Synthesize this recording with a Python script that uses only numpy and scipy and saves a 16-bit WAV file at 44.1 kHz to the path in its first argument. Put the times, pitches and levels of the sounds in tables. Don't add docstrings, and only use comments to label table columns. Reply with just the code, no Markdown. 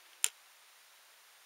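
import sys
import numpy as np
from scipy import signal
from scipy.fft import rfft, irfft
from scipy.io import wavfile
from scipy.ndimage import uniform_filter1d

SR = 44100
rng = np.random.default_rng(int(sys.argv[2]) if len(sys.argv) > 2 else 0)


def dump_mix(stems):
    frames = np.atleast_2d(stems).T
    limited = np.clip(frames, -1, 1)
    pcm = np.round(limited * 32767).astype(np.int16)
    wavfile.write(sys.argv[1], SR, pcm)


N = 63945
TIME = np.arange(N) / SR

# start in seconds, level in dB,
# the pitch it rings most in Hz, spread around that pitch in octaves.
CONTACTS = [(.24282, 0.5, 2963, .87), (.24332, 1.3, 9847, .33), (.24387, 3.8, 7240, .05)]
SNAP_START_S = CONTACTS[0][0]
# pitch in Hz, width in Hz, boost in dB.
OBJECT_TONES = [(1544, 500, 4), (2242, 310, 6), (2639, 176, 7), (2890, 110, 10), (3261, 304, 10),
                (3951, 210, 6), (5174, 210, 7), (5669, 183, -1), (6812, 276, 14), (7384, 222, 14),
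                (9068, 325, 16), (9758, 343, 10), (10231, 262, 10), (11317, 213, 0), (12897, 335, 3),
                (14377, 275, 12.5), (15439, 426, 13)]

def snap():
    first = impulse(SNAP_START_S)
    crack = from_db(-11.4) * cut(first, (6340, 13340), "band")
    thud = from_db(-25.5) * cut(first, 250, "low", order=1)
    out = crack + thud
    for k, (hz, width_hz, boost_db) in enumerate(OBJECT_TONES):
        blows = sum(impulse(start_s) * from_db(db) * bell_curve(np.log2(hz / pitch_hz), spread)
                    for start_s, db, pitch_hz, spread in CONTACTS)
        out += (-1) ** k * from_db(boost_db) * resonate(blows, hz, width_hz)
    return out


def snap_width():
    return from_db(-35.5) * opposed(rng.standard_normal(N)) * dying(SNAP_START_S, fade_s=0.0164)


# delay in seconds, level in dB,
# pitch above which it is dulled in Hz, how much louder the left is than the right in dB.
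ECHOES = [(0.0202, -13.5, 13000, 1.5), (0.0421, -21.5, 5440, -1.5), (0.0582, -27.5, 3500, 2)]

def echoes(sound):
    out = 0
    for delay_s, db, dull_hz, left_db in ECHOES:
        delayed = np.pad(sound, (int(delay_s * SR), 0))[:N]
        out += from_db(db + opposed(left_db / 2)) * cut(delayed, dull_hz, "low")
    return out


# pitch in Hz, relative level in dB.
SCATTER_COLOUR = [(60, -30), (250, -22.5), (600, -10.5), (950, -7), (1450, -1), (2200, -1), (3200, 0),
                  (4500, -7.5), (5500, -1.5), (7200, -5.5), (9800, -6), (11800, -17), (15500, -19)]
# pitch in Hz, starting level in dB.
LINGERING_TONES = [(950, -49.5), (1440, -46.5), (2134, -57), (2724, -49.5), (3115, -45), (5560, -54.5)]

def scatter():
    age = TIME - SNAP_START_S
    fall_db_per_s, extra_fall_db_per_s, extra_after_s = 224.5, 656.5, 0.03646
    db = -39 - fall_db_per_s * np.maximum(age, 0)
    db -= extra_fall_db_per_s * np.maximum(age - extra_after_s, 0)
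    grain = uniform_filter1d(rng.standard_normal(N), int(.002 * SR))
    db += 1.5 * grain / grain.std()
    wash = noise(SCATTER_COLOUR) + from_db(-16.5) * opposed(noise(SCATTER_COLOUR))
    tones = sum(from_db(tone_db) * np.sin(2 * np.pi * hz * age) for hz, tone_db in LINGERING_TONES)
    tones *= dying(SNAP_START_S, fade_s=0.159)
    hollow_hz, peak_s = 439.2, 0.2678
    hollow = from_db(-51) * np.sin(2 * np.pi * hollow_hz * age) * bell_curve(TIME - peak_s, 0.00712)
    return (age > 0) * (from_db(db) * wash + tones + hollow)


# start in seconds, level in dB, pitch in Hz, rough width in Hz.
TICKS = [(.004, -52.5, 2280, 1000), (.0604, -53, 2380, 1500), (0.1321, -50, 2550, 1200),
         (0.2278, -48, 8600, 4000)]

def ticks():
    out, rise_s = 0, 0.0005
    for start_s, db, hz, width_hz in TICKS:
        friction = resonate(rng.standard_normal(N), hz, 2 * width_hz)
        friction = resonate(friction, hz, 2 * width_hz)
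        rise = np.clip((TIME - start_s) / rise_s, 0, 1)
        out += from_db(db) * friction / friction.std() * rise * dying(start_s, fade_s=0.0157)
    return out


# pitch in Hz, relative level in dB.
RUB_COLOUR = [(30, -26.5), (270, -25.5), (350, 3), (430, -6), (1000, -3.5), (2500, 0.5), (4500, -13),
              (15000, -28.5)]

def rubbing():
    start_db, fall_db_per_s = -65.5, 23.5
    return from_db(start_db - fall_db_per_s * TIME) * (TIME < SNAP_START_S) * noise(RUB_COLOUR)


# pitch in Hz, relative level in dB.
HISS_COLOUR = [(20, -21), (60, -26), (200, -24.5), (290, -18.5), (400, -11), (560, -5.5), (900, -1),
               (1600, 0), (3100, -2.5), (3850, -2.1), (4200, -4.5), (6500, -6.5), (9000, -6.5),
               (12000, -10.5), (15600, -11)]
# pitch in Hz, relative level in dB.
SIDE_HISS_COLOUR = [(20, -2.5), (150, 0.5), (400, 3.5), (750, -1), (1100, -21.5), (15600, -15)]

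def hiss():
    return from_db(-61) * noise(HISS_COLOUR) + from_db(-97) * opposed(noise(SIDE_HISS_COLOUR))


def from_db(db):
    return 10 ** (np.asarray(db) / 20)


def impulse(start_s):
    return (np.arange(N) == int(start_s * SR)) + 1e-18


def bell_curve(distance, spread):
    return np.exp(-.5 * (distance / spread) ** 2)


def dying(start_s, fade_s):
    return (TIME >= start_s) * np.exp(-np.log(1000) * np.maximum(TIME - start_s, 0) / fade_s)


def opposed(x):
    return x * np.array([[1], [-1]])


def resonate(x, hz, width_hz):
    r = np.exp(-np.pi * width_hz / SR)
    feedback = [1, -2 * r * np.cos(2 * np.pi * hz / SR), r * r]
    return signal.lfilter(np.array([1, 0, -1]) * (1 - r * r) / 2, feedback, x)


def cut(x, edge_hz, kind, order=2):
    return signal.sosfilt(signal.butter(order, edge_hz, kind, fs=SR, output="sos"), x)


def noise(colour, top_hz=15750):
    hz = np.arange(N // 2 + 1) * SR / N
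    at_hz, db = np.transpose(colour)
    gain = from_db(np.interp(np.log(hz + 1), np.log(at_hz), db)) * (hz < top_hz)
    x = irfft(rfft(rng.standard_normal(N)) * gain, N)
    return x / x.std()


def scene():
    click = snap()
    return click + snap_width() + echoes(click) + scatter() + ticks() + rubbing() + hiss()


def record(dry):
    dip_depth, top_hz = 0.89, 15900
    dipped = dry - dip_depth * resonate(dry, hz=7876, width_hz=630)
    return signal.sosfilt(signal.ellip(10, .1, 70, top_hz, fs=SR, output="sos"), dipped)


dry = scene()
out = record(dry)
dump_mix(out)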